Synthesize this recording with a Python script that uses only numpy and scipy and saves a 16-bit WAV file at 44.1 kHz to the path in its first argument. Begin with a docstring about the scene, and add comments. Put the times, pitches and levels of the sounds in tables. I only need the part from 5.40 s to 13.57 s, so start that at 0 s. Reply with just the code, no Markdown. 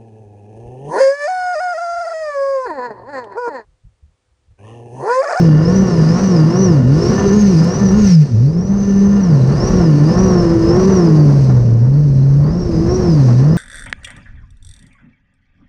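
"""On a river, at the rider's chest on a planing personal watercraft, with a camera's microphone in the head wind.
The three-cylinder engine pulses up and down at once; after 1.6 s drops tick on the camera case and the hull slaps.
It flares near 2.6 s, sinks by 3 s, drives on through more slaps, sinks again near 6.4 s, then surges to the end.
Throughout, firing pulses ring pipe and intake, sines make the exhaust note and the supercharger's whine,
and shaped noise makes roar, drumming hull, spray and wind; passing waves muffle or free the exhaust."""
import sys
import numpy as np
from scipy import signal
from scipy.fft import rfft, irfft, next_fast_len
from scipy.io import wavfile
from scipy.ndimage import uniform_filter1d, minimum_filter1d, map_coordinates

SR = 44100
rng = np.random.default_rng(int(sys.argv[2]) if len(sys.argv) > 2 else 0)


def int16_out(signal):
    """Quantize to a 16-bit WAV file."""
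    q = np.round(np.clip(np.atleast_2d(signal).T, -1, 1) * 32767)
    wavfile.write(sys.argv[1], SR, q.astype(np.int16))


N = 360297  # samples


def amp(db):
    """Decibels to gain."""
    return 10 ** (np.asarray(db) / 20)


def unit(x):
    """Scaled to rms 1."""
    return x / np.sqrt(np.mean(x ** 2) + 1e-20)


def curve(rows):
    """One value per sample, on straight lines through (t/s, value) rows."""
    times, values = np.transpose(rows)
    return np.interp(np.arange(N) / SR, times, values)


def glide(rows):
    """One value per sample on a smooth path through (t/s, value) rows, level at every turning point."""
    times, values = np.transpose(rows)
    spans = np.diff(times)
    step = np.diff(values) / spans
    # harmonic mean of the neighbouring slopes, or zero where they change sign
    both = step[:-1] * step[1:]
    inner = 2 * np.maximum(both, 0) / np.where(both > 0, step[:-1] + step[1:], 1)
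    slope = np.pad(inner, 1)
    t = np.arange(N) / SR
    i = np.clip(np.searchsorted(times, t) - 1, 0, len(step) - 1)
    since = t - times[i]
    u = since / spans[i]
    bend = (1 - u) * ((slope[i] - step[i]) * (1 - u) - (slope[i + 1] - step[i]) * u)
    return values[i] + since * (step[i] + bend)


def wobble(rate):
    """A smooth random curve, rate knots a second."""
    knots = rng.standard_normal(int(N * rate / SR) + 4)
    return map_coordinates(knots, [np.arange(N) * rate / SR])


def filtered(x, response):
    """x times a complex response of frequency."""
    size = next_fast_len(N + SR // 2)
    spectrum = rfft(x, size) * response(np.fft.rfftfreq(size, 1 / SR))
    return irfft(spectrum, size)[:N]


def coloured(x, spectrum):
    """x through (f/Hz, level/dB) points read on a log axis."""
    f, db = np.transpose(spectrum)
    return filtered(x, lambda hz: amp(np.interp(np.log(hz + 1), np.log(f), db)))


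def noise(spectrum):
    """Coloured noise of rms 1."""
    return unit(coloured(rng.standard_normal(N), spectrum))


def resonate(x, modes, muffle_hz):
    """x rings (f/Hz, width/Hz, level/dB) resonances under a hood that muffles the treble; rms 1."""
    def body(f):
        return sum(amp(db) * 1j * f * width / (centre * centre - f * f + 1j * f * width)
                   for centre, width, db in modes)

    hood = signal.butter(4, muffle_hz, fs=SR, output="sos")
    return unit(signal.sosfilt(hood, filtered(x, body)))


# gusts on the microphone: [t/s, level/dB before trim]
GUSTS = [(0, -30.5), (.45, -24), (.6, -28.5), (1.05, -38), (1.5, -25), (1.77, -24.5), (2.07, -25.5),
         (2.3, -31), (2.64, -20), (2.78, -49), (2.92, -31), (3.3, -25.5), (4.03, -30.5), (4.15, -22),
         (4.4, -18), (4.52, -36.5), (4.75, -24), (5.4, -19), (5.8, -31), (6.05, -24), (6.45, -26),
         (7.1, -22), (7.65, -19.5), (7.92, -35), (8.17, -21)]
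# spectrum of the wind: [f/Hz, relative level/dB]
WIND_SPECTRUM = [(10, -10), (25, -8), (45, 1), (70, 3), (100, 3.5), (200, -18), (600, -65.5), (5000, -110)]


def wind(trim_db, lumps_db):
    """The head wind tumbles over the microphone as low, lumpy noise."""
    return amp(curve(GUSTS) + trim_db + lumps_db * wobble(12)) * noise(WIND_SPECTRUM)


CRUISE_RATE = 170  # firings per second
# how hard the pump pulls on the engine: [t/s, load/dB]
PUMP_LOAD = [(0, 0), (1.2, 4.5), (1.5, 1), (1.78, 5.5), (1.93, 1.5), (2.02, -5.5), (2.15, -1), (2.28, 1.5),
             (2.44, 2.5), (2.7, -9.5), (2.8, -11), (3.2, -10), (3.7, -5), (4.2, 3.5), (4.6, 1), (4.85, 6),
             (5.18, 2), (5.4, 6.5), (5.9, 1.5), (6.7, -11.5), (6.98, -8.5), (7.05, 0.5), (7.2, -7.5),
             (7.54, 0.5), (7.7, -2), (7.9, 2), (8.17, -2.5)]


def level(law, rate):
    """A layer's level in dB, from the engine's speed and load."""
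    cruise_db, per_octave, per_load = law
    return cruise_db + per_octave * np.log2(rate / CRUISE_RATE) + per_load * curve(PUMP_LOAD)


def puffs(count, depth):
    """Turbulence that swells once per firing; rms 1."""
    swell = 1 + depth * np.cos(2 * np.pi * count)
    return unit(rng.standard_normal(N) * swell)


# spectrum of the drumming hull: [f/Hz, relative level/dB]
HULL_SPECTRUM = [(30, -31.5), (80, -18), (120, 5.5), (210, 5.5), (300, -8.5), (420, -4.5), (600, -11),
                 (1200, -70), (5000, -100)]
# law of the drumming: [level/dB at cruise, dB per octave of speed, dB per dB of load]
HULL_LAW = (-18, 0, .55)


def hull(rate, gust_share):
    """Chop drums on the hull as low noise, harder in the gusts and under load."""
    gusts = curve(GUSTS)
    gust_db = gust_share * (gusts - gusts.mean())
    return amp(level(HULL_LAW, rate) + gust_db + 1.07 * wobble(9)) * noise(HULL_SPECTRUM)


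# level of the treble, also followed by the whine: [t/s, level/dB]
TREBLE_LEVEL = [(0, -36.5), (.16, -45.5), (.3, -39), (.85, -36), (1.05, -40), (1.22, -37), (1.45, -44),
                (1.66, -33.5), (1.85, -36), (2.11, -34.5), (2.55, -38), (2.71, -29.5), (2.85, -43),
                (3.2, -49), (3.5, -43), (3.95, -42.5), (4.3, -36.5), (4.55, -41), (4.72, -37),
                (4.88, -37.5), (5.2, -40.5), (5.45, -35.5), (5.84, -42), (6.02, -40.5), (6.35, -49.5),
                (7.1, -48), (7.55, -40.5), (7.88, -39.5), (8.17, -45.5)]
# spectrum of the spray: [f/Hz, relative level/dB]
SPRAY_SPECTRUM = [(1000, -14), (2500, -8), (3400, -17.5), (4000, -10), (4500, -5), (5200, -3), (5900, -2),
                  (6400, -7.5), (7000, -18.5), (8500, -21.5), (10000, -32), (12500, -42), (15000, -58.5)]


def spray(count, throb):
    """Water thrown aside hisses along the hull, throbbing slightly once per firing."""
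    hiss = unit(coloured(puffs(count, depth=throb), SPRAY_SPECTRUM))
    return amp(curve(TREBLE_LEVEL) + 1.1 * wobble(100)) * hiss


def bursts(events, spectrum, rise, t60):
    """Coloured noise bursts at (t/s, level/dB) rows; rise and 60 dB decay in seconds."""
    t = np.arange(SR // 4) / SR
    shape = (1 - np.exp(-t / rise)) * amp(-60 * t / t60)
    envelope = np.zeros(N + SR)
    for start, db in events:
        envelope[round(start * SR):][:len(t)] += amp(db) * shape / shape.max()
    return envelope[:N] * noise(spectrum)


# drops on the camera case: [t/s, level/dB before trim]
CASE_DROPS = [(1.615, -33.5), (2.114, -31.5), (2.244, -19.5), (2.514, -31), (6.044, -34.5)]
# the camera case rings in the treble: [f/Hz, relative level/dB]
CASE_SPECTRUM = [(2000, -27.5), (3500, -14), (4500, -1), (6000, 2.5), (7000, -11), (9000, -6),
                 (12000, -16.5), (15000, -24)]


def drops(trim_db):
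    """Drops hit the case at the microphone: very short clicks of treble noise."""
    return amp(trim_db) * bursts(CASE_DROPS, CASE_SPECTRUM, rise=.0002, t60=0.011)


# the hull slaps a wave: [t/s, level/dB]
HULL_SLAPS = [(2.115, -48), (2.505, -25), (4.633, -31.5), (5.658, -23), (6.095, -22.5), (7.885, -22)]
# spectrum shared by the slaps and the engine roar: [f/Hz, relative level/dB]
ROAR_SPECTRUM = [(150, -29), (330, 3.5), (450, -6), (650, -5.5), (900, -7.5), (1300, -14), (1900, -19),
                 (2500, -34.5), (3400, -37.5), (6000, -54.5), (12000, -83.5)]


def slaps():
    """The hull meets a wave: a short noise burst with the colour of the roar."""
    return bursts(HULL_SLAPS, ROAR_SPECTRUM, rise=0.0013, t60=0.15)


# the blade tone by engine speed: [firings per second, level/dB before trim and case]
WHINE_BY_SPEED = [(110, -57), (135, -47), (152, -41), (168, -38), (183, -34.5), (196, -38.5), (212, -34.5)]
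WHINE_FOLLOWS = 0.88  # dB per dB of treble


def supercharger(rate, count, whine_db, octave_db, blur, shake):
    """The geared impeller sings far above the firings; torsional shake smears its line."""
    blades_per_firing = 30.9
    cycle = 2 * np.pi * count / 3  # once per three firings
    angle = 2 * np.pi * blades_per_firing * count
    angle += blur * wobble(330) + shake * np.sin(cycle + wobble(20))
    treble = curve(TREBLE_LEVEL)
    speed_db = np.interp(rate, *np.transpose(WHINE_BY_SPEED))
    sung_db = speed_db + WHINE_FOLLOWS * (treble - treble.mean())
    tone = amp(sung_db + whine_db + 2.9 * wobble(24) + 3.88 * wobble(150)) * np.sin(angle)
    octave = amp(treble + octave_db + 2 * wobble(47)) * np.sin(2 * angle)
    # the whine swells as it climbs into the resonance of the case
    return np.sqrt(2) * coloured(tone + octave, CASE_SPECTRUM)


def pulses(count, uneven, scatter, jitter):
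    """One pulse per firing; one cylinder of three differs, and so does every combustion; rms 1."""
    at = np.flatnonzero(np.diff(np.floor(count + jitter * wobble(120))) > 0)
    cylinder = np.cos(2 * np.pi * np.arange(len(at)) / 3)
    train = np.zeros(N)
    train[at] = 1 + uneven * cylinder + scatter * rng.standard_normal(len(at))
    return unit(train)


# laws of roar and rasp: [level/dB at cruise before trim, dB per octave of speed, dB per dB of load]
ENGINE_ROAR_LAW = (-33, 5.3, 0.75)
PIPE_RASP_LAW = (-34.5, 12, 1.17)
# resonances of the exhaust system: [f/Hz, width/Hz, relative level/dB]
PIPE_MODES = [(502.7, 17, 2.5), (709, 47, -2), (1038, 190, -3.5)]
# resonances of the intake: [f/Hz, width/Hz, relative level/dB]
INTAKE_MODES = [(501.6, 11, 9), (1428, 64, -1.5), (1763, 25, 3.5), (2810, 58, -7)]
# the intake rings when the throttle is open: [t/s, level/dB before trim]
THROTTLE_LEVEL = [(0, -37.5), (1.3, -39), (1.5, -42), (1.8, -33.5), (2.1, -41.5), (2.7, -39), (2.92, -57),
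                  (3.2, -58), (3.5, -44), (3.85, -43.5), (4.05, -45.5), (4.4, -40), (5.6, -42.5),
                  (6.1, -58), (6.8, -58.5), (7.6, -52.5), (8.17, -46)]


def engine_bay(rate, count, roar_db, intake_db, breath):
    """Firing pulses and their turbulence ring the pipe and the intake, over a broad roar."""
    knocks = pulses(count, uneven=.5, scatter=0.25, jitter=0.008)
    roar = unit(coloured(puffs(count, depth=0.13), ROAR_SPECTRUM))
    roar *= amp(level(ENGINE_ROAR_LAW, rate) + roar_db + 1.8 * wobble(26))
    # the resonances of the pipe are met twice on the way out
    header = resonate(knocks + breath * puffs(count, depth=.5), PIPE_MODES, muffle_hz=1810)
    pipe = resonate(header, PIPE_MODES, muffle_hz=1860)
    pipe *= amp(level(PIPE_RASP_LAW, rate) + 0.33 * wobble(18))
    intake = resonate(knocks + puffs(count, depth=0.54), INTAKE_MODES, muffle_hz=3020)
    return roar + pipe + amp(curve(THROTTLE_LEVEL) + intake_db) * intake


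# the firing note by engine speed: [firings per second, level/dB before trim]
BOOM_BY_SPEED = [(110, -9.5), (135, -9), (155, -8.5), (172, -11), (184, -13), (198, -9.5), (212, -10)]
BOOM_RISE_DB = 0.13  # per octave a second of run-up
# waves cover the exhaust and muffle its note, or drop away and free it: [t/s, length/s, change/dB]
EXHAUST_WAVES = [(0.077, 0.18, 2.5), (0.24, .06, -6), (0.514, 0.12, -7.5), (.66, 0.16, -2.5),
                 (0.783, .08, -4), (1.127, 0.059, -12), (1.43, 0.048, -4), (1.735, 0.25, -21.5),
                 (2.06, 0.16, 2), (2.363, .12, -16), (2.768, .13, 10), (2.883, 0.082, -16),
                 (3.13, 0.075, -8), (3.254, 0.084, -9), (3.41, 0.17, -6), (3.812, 0.032, -3.5),
                 (4.227, 0.24, -12.5), (4.733, 0.057, -11), (5.04, 0.055, -9), (5.209, 0.36, -11),
                 (7.116, 0.083, -10), (7.273, 0.17, -15), (7.53, 0.22, -21), (8.16, 0.16, -2.5)]


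def boom_level(rate):
    """The firing note in dB: set by speed, stronger on a run-up, muffled or freed by each wave."""
    t = np.arange(N) / SR
    run_up = np.maximum(np.gradient(np.log2(rate)) * SR, 0)
    waves = sum(db * np.exp(-(2 * (t - s) / length) ** 2) for s, length, db in EXHAUST_WAVES)
    return np.interp(rate, *np.transpose(BOOM_BY_SPEED)) + BOOM_RISE_DB * run_up + waves


# the exhaust's octave: [t/s, level/dB]
BARK_LEVEL = [(0, -18), (.35, -25.5), (.78, -29.5), (.92, -19), (1.1, -19), (1.27, -15.5), (1.63, -21),
              (1.71, -21.5), (1.97, -15), (2.02, -26), (2.1, -22.5), (2.14, -18.5), (2.21, -27.5),
              (2.4, -26.5), (2.54, -20), (2.66, -27), (2.78, -49), (2.92, -24), (3.33, -38.5), (3.5, -26),
              (4.05, -32.5), (4.4, -18), (4.8, -20), (5.08, -13), (5.55, -13.5), (5.88, -20), (6.02, -29.5),
              (7.08, -32.5), (7.28, -23), (7.6, -15), (7.95, -26)]


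def exhaust(rate, count, boom_db, thirds_db, rough_db):
    """A strong firing note and its octave; unequal cylinders put weak tones at thirds around them."""
    angle = 2 * np.pi * count
    boom = amp(boom_level(rate) + boom_db + 0.28 * wobble(60)) * np.sin(angle)
    waver = .3 * wobble(30) + wobble(3)
    bark = amp(curve(BARK_LEVEL) + rough_db * wobble(60)) * np.cos(2 * angle + waver)
    ratios = np.array([2, 4, 5, 7, 8]) / 3  # of the firing note
    thirds = sum(amp(7 * wobble(10)) * np.sin(k * angle + 2.0 * wobble(16)) for k in ratios)
    thirds *= amp(level(ENGINE_ROAR_LAW, rate) + thirds_db)
    return np.sqrt(2) * (boom + bark + thirds)


def firings(rate, flutter):
    """Firings counted since the start; the shaft flutters as the pump bites."""
    return np.cumsum(rate * (1 + flutter * wobble(35))) / SR


# speed of the engine, which flares when the pump leaves the water: [t/s, firings per second]
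ENGINE_SPEED = [(-.1, 190), (.15, 151), (.39, 193), (.64, 157), (.85, 193), (1.03, 154), (1.22, 191),
                (1.44, 122), (1.6, 167), (1.85, 200), (1.91, 194), (1.96, 211), (2.1, 190), (2.17, 159),
                (2.43, 198), (2.5, 185), (2.58, 213), (2.78, 158), (2.86, 142), (2.96, 108), (3.12, 161),
                (3.35, 198), (3.55, 197), (3.76, 201), (4.03, 128), (4.31, 189), (4.58, 145), (4.84, 188),
                (4.98, 175), (5.22, 164), (5.49, 193), (5.7, 159), (5.95, 140), (6.37, 115), (6.61, 148),
                (6.76, 135), (7.02, 144), (7.21, 180), (7.38, 160), (7.57, 185), (7.93, 121), (8.2, 175)]


def scene():
    """Wind, water and engine at the rider's chest."""
    rate = glide(ENGINE_SPEED)
    count = firings(rate, flutter=.003)
    air = wind(trim_db=1, lumps_db=0.4)
    river = hull(rate, gust_share=0.083) + spray(count, throb=0.11)
    hits = drops(trim_db=-9.5) + slaps()
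    engine = supercharger(rate, count, whine_db=-4.5, octave_db=-15.0, blur=1.0, shake=0.55)
    engine += engine_bay(rate, count, roar_db=3.0, intake_db=2.5, breath=0.13)
    engine += exhaust(rate, count, boom_db=0.63, thirds_db=-8.5, rough_db=2.5)
    return (air + river + hits + engine)[None]


TOP_HZ = 15300  # the camera's band limit


def record(dry):
    """The camera's limiter holds the peaks under full scale; nothing passes above its band limit."""
    ceiling = .93
    needed = np.minimum(1, ceiling / (np.abs(dry[0]) + 1e-9))
    held = minimum_filter1d(needed, size=441)  # 10 ms
    gain = uniform_filter1d(held, size=441)
    return filtered(dry[0] * gain, lambda hz: hz < TOP_HZ)[None]


dry = scene()
out = record(dry)
int16_out(out)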